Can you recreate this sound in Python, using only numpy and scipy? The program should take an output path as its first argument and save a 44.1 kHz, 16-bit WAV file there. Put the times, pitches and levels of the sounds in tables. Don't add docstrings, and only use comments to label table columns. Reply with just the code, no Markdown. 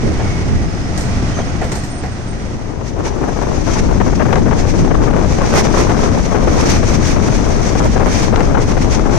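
import sys
import numpy as np
from scipy import signal
from scipy.fft import rfft, irfft, next_fast_len
from scipy.io import wavfile
from scipy.ndimage import uniform_filter1d

SR = 44100
rng = np.random.default_rng(int(sys.argv[2]) if len(sys.argv) > 2 else 0)


def transcribe(signal):
    frames = np.atleast_2d(signal).T
    limited = np.clip(frames, -1, 1)
    pcm = np.round(limited * 32767).astype(np.int16)
    wavfile.write(sys.argv[1], SR, pcm)


N = 404838
TIME = np.arange(N) / SR


def gain_of(db):
    return 10 ** (np.asarray(db) / 20)


def evened(x):
    return x / np.sqrt(np.mean(x ** 2) + 1e-20)


def read(points, hz):
    f, value = np.transpose(points)
    return np.interp(np.log(hz + 1), np.log(f + 1), value)


def follow(rows, t):
    s, *columns = np.transpose(rows)
    return np.array([np.interp(t, s, c) for c in columns])


def add(mix, s, sound):
    part = mix[:, max(round(s * SR), 0):][:, :sound.shape[-1]]
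    part += sound[..., :part.shape[1]]


def coloured(x, points):
    size = next_fast_len(x.shape[-1] + 2048)
    gain = gain_of(read(points, np.fft.rfftfreq(size, 1 / SR)))
    return irfft(rfft(x, size) * gain, size)[..., :x.shape[-1]]


def noise(points, size=N):
    return evened(coloured(rng.standard_normal((2, size)), points))


def wander(rate_hz, t=TIME):
    grid = np.arange(20000) / 2000
    hz = np.fft.rfftfreq(len(grid), grid[1])
    spectrum = rfft(rng.standard_normal((2, len(grid)))) * np.exp(-(hz / rate_hz) ** 2)
    curves = evened(irfft(spectrum))
    return np.array([np.interp(t, grid, c) for c in curves])


def steadied(x, size):
    power = uniform_filter1d(uniform_filter1d(x ** 2, size), size)
    return x / np.sqrt(power + 1e-12)


def singing(hz, width, t=TIME):
    angle = 2 * np.pi * np.cumsum(hz * np.ones(len(t))) / SR
    return wander(width / 2, t) * np.cos(angle) + wander(width / 2, t) * np.sin(angle)


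# (time [s], level [dB])
ROLLING = [(0, -23.5), (.3, -22.5), (.7, -24.5), (1.1, -22), (1.45, -22.5), (1.85, -25.5), (2.15, -27.5),
           (2.5, -28), (2.8, -34), (9.18, -29.5)]
# (frequency [Hz], level [dB per Hz])
ROLLING_COLOUR = [(30, 13.5), (100, 13), (310, 4.5), (500, -2), (620, -1), (790, -1), (1000, -5),
                  (1300, -6), (1900, -10.5), (2800, -12), (4000, -18.5), (5200, -16), (14000, -27.5)]
# (frequency [Hz], width [Hz], level against the roar [dB])
DRONES = [(76.6, 14, -8), (120.1, 34, -7.5), (300, 27, -18), (1940, 150, -22.5)]


def rolling():
    diffuse = coloured(noise(ROLLING_COLOUR), [(700, -6.0), (1000, 0.88)])
    direct = coloured(noise(ROLLING_COLOUR)[0], [(700, 1.5), (1000, -7.5)])
    direct += sum(gain_of(db) * singing(hz, width)[0] for hz, width, db in DRONES)
    ports = np.array([direct, np.roll(direct, 6)])
    port_trim_db = np.array([[-1.1], [1.0]])
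    level_db = follow(ROLLING, TIME) + 0.89 * wander(35)[0] + port_trim_db
    return (diffuse + ports) * gain_of(level_db)


# (time [s], length [s], pitch [Hz], glide [Hz], roughness [0-1], level before a 2.5 dB cut [dB])
SQUEAKS = [(0, .2, 2130, 60, .8, -39.5), (.14, .38, 2270, -130, .9, -37), (.58, .38, 5130, 60, .3, -47),
           (.75, .65, 718, -12, .5, -40), (1.325, .04, 3110, 0, .15, -40), (1.335, .1, 705, 0, .2, -31.5),
           (1.333, .1, 6290, -50, .25, -39), (1.395, .045, 3170, 0, .1, -40), (1.45, .8, 700, 15, .5, -41),
           (1.735, .04, 12600, 0, .3, -35), (1.775, .042, 8700, 0, .6, -36),
           (1.894, .04, 8720, 0, .2, -33.5), (1.915, .115, 8670, -130, .35, -36),
           (2.1, .06, 8480, 0, .3, -42), (2.262, .07, 8560, -30, .35, -40), (2.02, .6, 8560, 0, .7, -51)]
SQUEAK_WAVER, SQUEAK_WAVER_HZ = .004, 45


def squeaks():
    out = np.zeros((2, N))
    for s, length, hz, glide_hz, rough, db in SQUEAKS:
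        t = np.arange(0, length, 1 / SR)
        pitch = hz * (1 + SQUEAK_WAVER * wander(SQUEAK_WAVER_HZ, t)[0]) + glide_hz * t / length
        clean = evened(np.sin(2 * np.pi * np.cumsum(pitch) / SR))
        scraping = singing(pitch, 0.053 * hz, t)
        tone = np.sqrt(1 - rough) * clean + np.sqrt(rough) * scraping
        add(out, s, gain_of(db - 2.5) * tone * signal.windows.tukey(len(t), .7))
    return out


GUST_RISE_SHARE = 0.57


def swell(peak_s, length):
    near = slice(*np.searchsorted(TIME, [peak_s - 2 * length, peak_s + 2 * length]))
    t, power = TIME[near] - peak_s, np.zeros(N)
    side = length * np.where(t < 0, GUST_RISE_SHARE, 1 - GUST_RISE_SHARE)
    power[near] = np.exp(-2 * (t / side) ** 2)
    return power


# (peak time [s], length [s], level [dB])
GUSTS = [(2.879, 0.062, -34.5), (3.073, 0.056, -29), (3.73, 0.11, -27.5), (3.792, 0.033, -23),
         (4.074, 0.035, -30), (4.159, 0.021, -29), (4.6, 0.075, -29), (4.698, 0.061, -26),
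         (4.798, 0.083, -30), (5.35, 0.12, -29), (5.485, 0.085, -25), (5.582, 0.083, -18),
         (5.655, .035, -23.5), (5.796, 0.11, -22), (6.04, 0.087, -28), (6.146, 0.023, -34),
         (6.25, 0.052, -28.5), (6.52, 0.05, -35), (6.6, 0.12, -25.5), (6.716, 0.12, -18.5),
         (6.83, 0.025, -35), (6.89, 0.051, -23.5), (6.947, .05, -25.5), (7.09, 0.12, -22),
         (7.26, 0.061, -29), (7.356, 0.097, -26), (7.454, .035, -31), (7.525, 0.056, -32),
         (7.678, 0.12, -27), (7.79, 0.035, -28), (7.94, 0.035, -28.5), (8.15, 0.12, -23),
         (8.24, 0.11, -24.5), (8.437, 0.17, -33.5), (8.627, 0.048, -26.5), (8.704, 0.074, -31.5),
         (8.83, 0.062, -27.5), (8.941, 0.065, -23), (9.18, 0.1, -26)]


def gusting():
    return sum(gain_of(db) ** 2 * swell(s, length) for s, length, db in GUSTS)


# (time [s], level against full force [dB])
SLIPSTREAM = [(0, -7.5), (.3, -8.5), (1.6, -9), (1.85, -18), (2.55, -13.5), (3.0, -9.5), (3.45, -7.5),
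              (3.8, -0.5), (4.35, -1), (4.95, 0.5), (5.7, -1.5), (6.3, -2.5), (6.7, 1.5), (7.1, -1),
              (7.7, -1), (8.4, 0.5), (9.0, -1), (9.18, -0.5)]
VEER_HALF_DB = -31


def on_ports(ports, gusts):
    straight_db, veered_db = np.transpose(ports)[:, :, None]
    veer = gusts / (gusts + gain_of(VEER_HALF_DB) ** 2)
    return follow(SLIPSTREAM, TIME) + straight_db + veered_db * veer


def topped_up(db, power):
    return 10 * np.log10(gain_of(db) ** 2 + power)


def eddy_power(rows):
    rows = np.array(rows)
    return gain_of(rows[:, 2:].T) ** 2 @ np.array([swell(s, length) for s, length in rows[:, :2]])


# (frequency [Hz], level [dB per Hz])
RUMBLE_COLOUR = [(8, -12), (25, 4.5), (50, -0.5), (90, -1), (135, -4.5), (220, -6), (330, -11),
                 (500, -24.5), (900, -33.5), (2000, -82)]
# (level with the flow straight [dB], change when it veers [dB])
RUMBLE_PORTS = [(-10, -2.5), (-18.5, 0.5)]
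# (peak time [s], length [s], left level [dB], right level [dB])
BUFFETS = [(.25, 0.093, -16, -18), (.55, 0.25, -18.5, -14), (1.24, 0.084, -22, -28), (4.42, 0.18, -19, -18),
           (4.82, 0.089, -11, -11), (5.0, 0.089, -8, -15), (7.0, 0.1, -19, -26), (7.9, 0.24, -31, -18),
           (8.84, 0.37, -18, -23)]
RUMBLE_SWAY_DB, RUMBLE_SWAY_HZ = 1.0, 5.1


def rumble(gusts):
    wind_db = on_ports(RUMBLE_PORTS, gusts) + RUMBLE_SWAY_DB * wander(RUMBLE_SWAY_HZ)
    level_db = topped_up(wind_db, eddy_power(BUFFETS))
    return steadied(noise(RUMBLE_COLOUR), size=3600) * gain_of(level_db)


LULL_DB, LULL_S = -5.5, .02


def lulls():
    return LULL_DB * sum(swell(s - LULL_S / 4, LULL_S) for s, length, db in SLAPS)


# (peak time [s], length [s], left change [dB], right change [dB])
STALLS = [(2.897, 0.15, -5, -14), (3.14, 0.06, 3, -10), (3.644, 0.045, -11, -2), (4.15, 0.047, -15, -17),
          (4.406, 0.023, -4, -11), (4.718, .08, -7, -6), (5.285, 0.051, -8, 0), (5.497, 0.034, -7, -8),
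          (6.23, .06, -6, 2), (6.31, .04, 3, -12), (6.846, 0.089, -12, -10), (7.07, 0.058, -10, -6),
          (7.42, 0.13, -1.5, -17), (7.903, 0.062, -22, 2), (8.11, 0.047, -14, 3), (8.659, 0.021, -11, -9),
          (8.799, .05, -5, -16), (9.035, .11, 0.5, -20)]


def stalls():
    rows = np.array(STALLS)
    return rows[:, 2:].T @ np.array([swell(s, length) for s, length in rows[:, :2]])


# (frequency [Hz], level [dB per Hz])
FLUTTER_COLOUR = [(60, -0.5), (200, -2.5), (350, 4.5), (600, -1), (1000, -6.5), (1500, -12.5),
                  (2200, -22.5), (4000, -32.5), (9000, -99)]
# (level with the flow straight [dB], change when it veers [dB])
FLUTTER_PORTS = [(-16.5, -4.5), (-27.5, 4)]
# (time [s], level against fully out [dB])
EXPOSURE = [(0, -17), (1.95, -14), (2.3, -1), (2.9, 2), (3.2, 3), (3.9, -1.5), (4.9, -1), (5.75, 3),
            (6.5, -1), (7.1, 0.5), (7.8, 0.5), (9.18, -0.5)]
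# (peak time [s], length [s], left level [dB], right level [dB])
FLURRIES = [(3.0, 0.054, -25, -22.5), (3.07, .05, -31, -24), (3.25, 0.17, -26, -23.5),
            (3.47, 0.25, -22, -26), (4.02, 0.019, -25, -17), (4.36, 0.085, -13, -23), (5.04, .06, -20, -25),
            (5.17, 0.055, -15, -28), (5.43, 0.085, -16, -20.5), (5.57, 0.15, -20, -13.5),
            (5.66, .04, -20, -21), (5.8, 0.085, -15.5, -14.5), (5.9, 0.049, -27, -15.5),
            (6.04, 0.12, -17, -21.5), (6.18, 0.046, -24, -18.5), (6.58, 0.45, -21, -20),
            (6.91, 0.029, -21, -21), (7.285, 0.024, -30, -15.5), (7.85, 0.078, -25, -18),
            (8.08, 0.036, -13, -15), (8.41, 0.029, -12.5, -23), (8.61, 0.079, -19, -30),
            (9.12, 0.11, -18.5, -29)]
FLUTTER_SWAY_DB, FLUTTER_SWAY_HZ = 1.1, 27


def flutter(gusts):
    wind_db = on_ports(FLUTTER_PORTS, gusts) + follow(EXPOSURE, TIME)
    wind_db = wind_db + FLUTTER_SWAY_DB * wander(FLUTTER_SWAY_HZ)
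    level_db = topped_up(wind_db, eddy_power(FLURRIES)) + lulls() + stalls()

    hz, t, z = signal.stft(rng.standard_normal((2, N)), SR, nperseg=256, noverlap=192)
    burst_db = 1.1 * wander(37, t) + 3.4 * wander(240, t)
    force_db = np.array([np.interp(t, TIME, port) for port in level_db]) + burst_db
    speed = np.exp(0.018 * (force_db + 14.0))
    shape = gain_of(read(FLUTTER_COLOUR, hz[:, None] / speed[:, None]))
    shape /= np.linalg.norm(shape[:, 2:8], axis=1, keepdims=True)
    bursts = z * shape * gain_of(burst_db)[:, None]
    eddies = signal.istft(bursts, SR, nperseg=256, noverlap=192)[1][:, :N]

    pressure = steadied(eddies, size=1500) * gain_of(level_db + 1.55)
    crackle = pressure ** 2 * noise([(800, -4.5), (1800, -12), (4000, -40), (14000, -9.5)])
    return pressure + crackle


SLAP_RISE_S, SLAP_FALL_S = .0007, .005


def puff(colour, length):
    t = np.arange(4096) / SR
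    envelope = (1 - np.exp(-t / SLAP_RISE_S)) * np.exp(-np.maximum(t - length, 0) / SLAP_FALL_S)
    return envelope * steadied(noise(colour, size=len(t)), size=200)


# (time [s], length [s], level [dB])
BUMPS = [(0.031, 0.047, -13), (0.087, 0.037, -15.5)]
# (frequency [Hz], level [dB per Hz])
BUMP_COLOUR = [(60, -11), (180, 2), (340, 2), (480, -6.5), (800, -21), (2500, -62)]
BUMP_LEE_DB = -20


def bumps():
    out = np.zeros((2, N))
    for s, length, db in BUMPS:
        add(out, s, gain_of([[db + BUMP_LEE_DB], [db]]) * puff(BUMP_COLOUR, length))
    return out


# (time [s], thud level [dB], thud pitch [Hz], steel ring level [dB])
CLANKS = [(0.192, -20, 800, -44), (.975, -32, 680, -21), (1.008, -32, 720, -26), (1.368, -26, 1287, -44),
          (1.387, -18, 693, -42), (1.614, -16.5, 720, -31), (1.64, -23, 456, -30), (1.716, -20.5, 890, -22),
          (1.753, -27, 787, -24), (1.836, -46, 790, -27.5), (2.033, -21.5, 746, -37),
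          (3.054, -20, 893, -44)]
# (frequency [Hz], width [Hz], level [dB])
STEEL = [(1900, 150, 3), (4100, 110, -3.5), (4500, 150, -4), (5380, 200, -3), (6570, 200, -10),
         (7300, 240, 1.5), (8270, 400, 2), (8705, 200, -5), (13000, 500, 4.5)]
# (frequency [Hz], level [dB per Hz])
BODY = [(60, -8), (200, 18), (450, 17), (720, 6.5), (1100, 4.5), (2000, 2.5), (3500, -9.5), (9000, -35)]
THUD_T60_S, THUD_WIDTH_HZ, THUD_TONE_SHARE = 0.17, 230, 0.31
CLASH_T60_S, RING_T60_S, RING_DB = 0.1, .42, -5


def clanks():
    out, t = np.zeros((2, N)), np.arange(SR // 4) / SR
    hz = np.arange(100, 16000, 25)
    resonances = sum(gain_of(db) ** 2 / (1 + (2 * (hz - f) / width) ** 2) for f, width, db in STEEL)
    steel = np.transpose([hz, 10 * np.log10(resonances + 0.11 * hz / (hz + 3000))])
    decay = np.hypot(gain_of(-60 * t / CLASH_T60_S), gain_of(RING_DB - 60 * t / RING_T60_S))
    port_trim_db = np.array([[0.3], [2.2]])
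    for s, thud_db, thud_hz, ring_db in CLANKS:
        boom = singing(thud_hz, THUD_WIDTH_HZ, t)
        body = np.sqrt(1 - THUD_TONE_SHARE) * noise(BODY, size=len(t)) + np.sqrt(THUD_TONE_SHARE) * boom
        thud = steadied(body + 0.31 * body[::-1], size=500)
        thud *= gain_of(thud_db + port_trim_db - 60 * t / THUD_T60_S) * (1 - np.exp(-t / 0.0022))
        jangle = noise(steel, size=len(t)) * gain_of(ring_db) * decay * (1 - np.exp(-t / 0.00083))
        add(out, s, thud + jangle)
    return out


# (frequency [Hz], level [dB per Hz])
RUSH_COLOUR = [(150, -6), (500, 10), (900, 8), (1400, 5), (2300, 6), (3000, 1.5), (4000, -1.5), (6000, 2.5),
               (9000, -4.5), (15000, -1)]
# (time [s], level [dB])
EDGE_HISS = [(2.3, -49), (2.9, -45), (3.55, -33), (4.0, -34.5), (5.2, -36), (5.55, -33), (5.95, -32),
             (6.35, -33.5), (6.8, -28.5), (7.2, -33), (7.6, -30.5), (8.55, -37), (8.75, -33), (9.05, -35.5)]
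STRAY_GUST_DB, STRAY_GUST_HZ = 1.0, 24


def rush(gusts):
    flicker_db = 1.1 * wander(50)[0] + .9 * wander(35)
    steady_db = follow(EDGE_HISS, TIME) + STRAY_GUST_DB * wander(STRAY_GUST_HZ)[0]
    level_db = topped_up(steady_db, gusts) + flicker_db
    port_trim_db = np.array([[2.6], [1.2]])
    hiss = noise(RUSH_COLOUR) * gain_of(level_db + port_trim_db)
    fizz_db = np.interp(level_db, [-35, -25, -19], [-70, -41, -19])
    fizz = noise([(5000, -36), (9000, -14.0), (11500, -2.0), (15000, -13)]) * gain_of(fizz_db)
    return hiss + 0.046 * hiss[::-1] + fizz


# (time [s], length [s], level [dB])
SLAPS = [(3.147, .018, -21), (3.212, 0.037, -16.5), (3.277, 0.018, -14), (3.362, 0.013, -16.5),
         (3.413, 0.022, -15.5), (3.664, 0.038, -14), (3.755, 0.021, -14.5), (3.888, 0.041, -15),
         (4.001, 0.016, -8), (4.063, 0.024, -12.5), (4.122, 0.014, -12.5), (4.195, 0.03, -9.5),
         (4.252, 0.017, -11.5), (4.284, 0.035, -13.5), (4.326, 0.0061, -9.5), (4.354, 0.019, -12.5),
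         (4.458, 0.027, -10.5), (4.51, 0.025, -9.5), (4.906, 0.012, -8.5), (4.941, 0.014, -12.5),
         (5.066, 0.03, -13), (5.161, 0.031, -16), (5.527, 0.039, -11.5), (5.644, 0.015, -16),
         (5.738, 0.012, -8.5), (5.889, 0.026, -17), (5.943, 0.011, -14), (6.312, 0.02, -13),
         (6.342, 0.024, -10), (6.472, 0.011, -8.5), (6.624, 0.019, -14), (6.826, 0.02, -10.5),
         (7.161, 0.011, -9), (7.492, .014, -15), (7.752, 0.008, -10), (7.954, 0.018, -11),
         (7.996, 0.039, -9.5), (8.325, 0.021, -10), (8.358, 0.057, -12.5), (8.503, 0.02, -15),
         (8.544, 0.011, -7.5), (8.57, 0.01, -7.5), (8.678, 0.011, -16), (8.765, .012, -13),
         (9.054, 0.019, -12.5), (9.086, 0.02, -15)]
# (frequency [Hz], level [dB per Hz])
SLAP_COLOUR = [(80, -4), (400, 4.5), (1000, -4), (1600, -11), (2500, -22), (5000, -54), (12000, -16)]
SLAP_BRIGHTER_PER_DB = 0.03
SLAP_LEE_DB = -28


def slaps():
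    out = np.zeros((2, N))
    for s, length, db in SLAPS:
        speed = np.exp(SLAP_BRIGHTER_PER_DB * (db + 14.0))
        colour = [(hz * speed, level) for hz, level in SLAP_COLOUR]
        add(out, s, gain_of([[db], [db + SLAP_LEE_DB]]) * puff(colour, length))
    return out


# (time [s], level before the snap and tail factors [dB])
TICKS = [(4.001, -14), (4.013, -17), (4.329, -6), (4.333, -13), (4.357, -7), (4.511, -15), (4.947, -18),
         (5.652, -14), (5.896, -11), (5.916, -10), (6.869, -16), (8.36, -7), (8.406, -15), (8.548, -17),
         (8.72, -15)]
# (frequency [Hz], level [dB per Hz])
TICK_COLOUR = [(150, -6), (450, 3), (1000, 0), (1750, -1), (2700, -4), (4500, -17), (12000, -28)]
TICK_T60_S, TICK_SNAP = 0.032, 2.5


def ticks():
    out, t = np.zeros((2, N)), np.arange(-256, 2048) / SR
    snap = coloured(1. * (t == 0), TICK_COLOUR)
    decay = (t >= 0) * gain_of(-4.5 - 60 * abs(t) / TICK_T60_S)
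    for s, db in TICKS:
        tail = steadied(noise(TICK_COLOUR, size=len(t)), size=100) * decay
        knock = tail + rng.choice([-1, 1]) * TICK_SNAP * snap / snap.max()
        add(out, s + t[0], knock * gain_of([[db], [db + SLAP_LEE_DB]]))
    return out


PORT_LEAK_DB = -26.5


def scene():
    gusts = gusting()
    buffeting = rumble(gusts) + flutter(gusts) + bumps() + slaps() + ticks()
    wind = buffeting + gain_of(PORT_LEAK_DB) * buffeting[::-1] + rush(gusts)
    return rolling() + squeaks() + clanks() + wind


LIMIT_DB, LIMIT_S = -7, 0.022


def limited(x):
    size = max(int(LIMIT_S * SR), 2)
    power = uniform_filter1d(uniform_filter1d(x ** 2, size), size)
    return x / (1 + (power / gain_of(LIMIT_DB) ** 2) ** 4) ** (1 / 8)


# (frequency [Hz], level [dB])
LEFT_PORT = [(1000, 1.5), (1900, 0), (3000, -0.5), (4200, 2.5), (5200, 4.5), (6200, 9.5), (7000, 2),
             (8000, -5.5), (9000, -19), (10000, -22.5), (15000, -43)]
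RIGHT_PORT = [(1000, 1), (1600, 3), (1900, 4), (2300, 3.5), (2800, -1), (4200, 2.5), (5700, 1), (7500, -4),
              (9000, 2), (9600, -3.5), (10300, -26.5), (13000, -15.5), (15500, -29)]
EDGE_HZ = 15600


def record(dry):
    x = np.array([coloured(dry[0], LEFT_PORT), coloured(dry[1], RIGHT_PORT)])
    x = limited(x)
    ceiling = .95
    x = x / (1 + (x / ceiling) ** 6) ** (1 / 6)
    band = signal.firwin(511, EDGE_HZ, window=("kaiser", 9), fs=SR)
    return signal.oaconvolve(x, band[None], "same")


dry = scene()
out = record(dry)
transcribe(out)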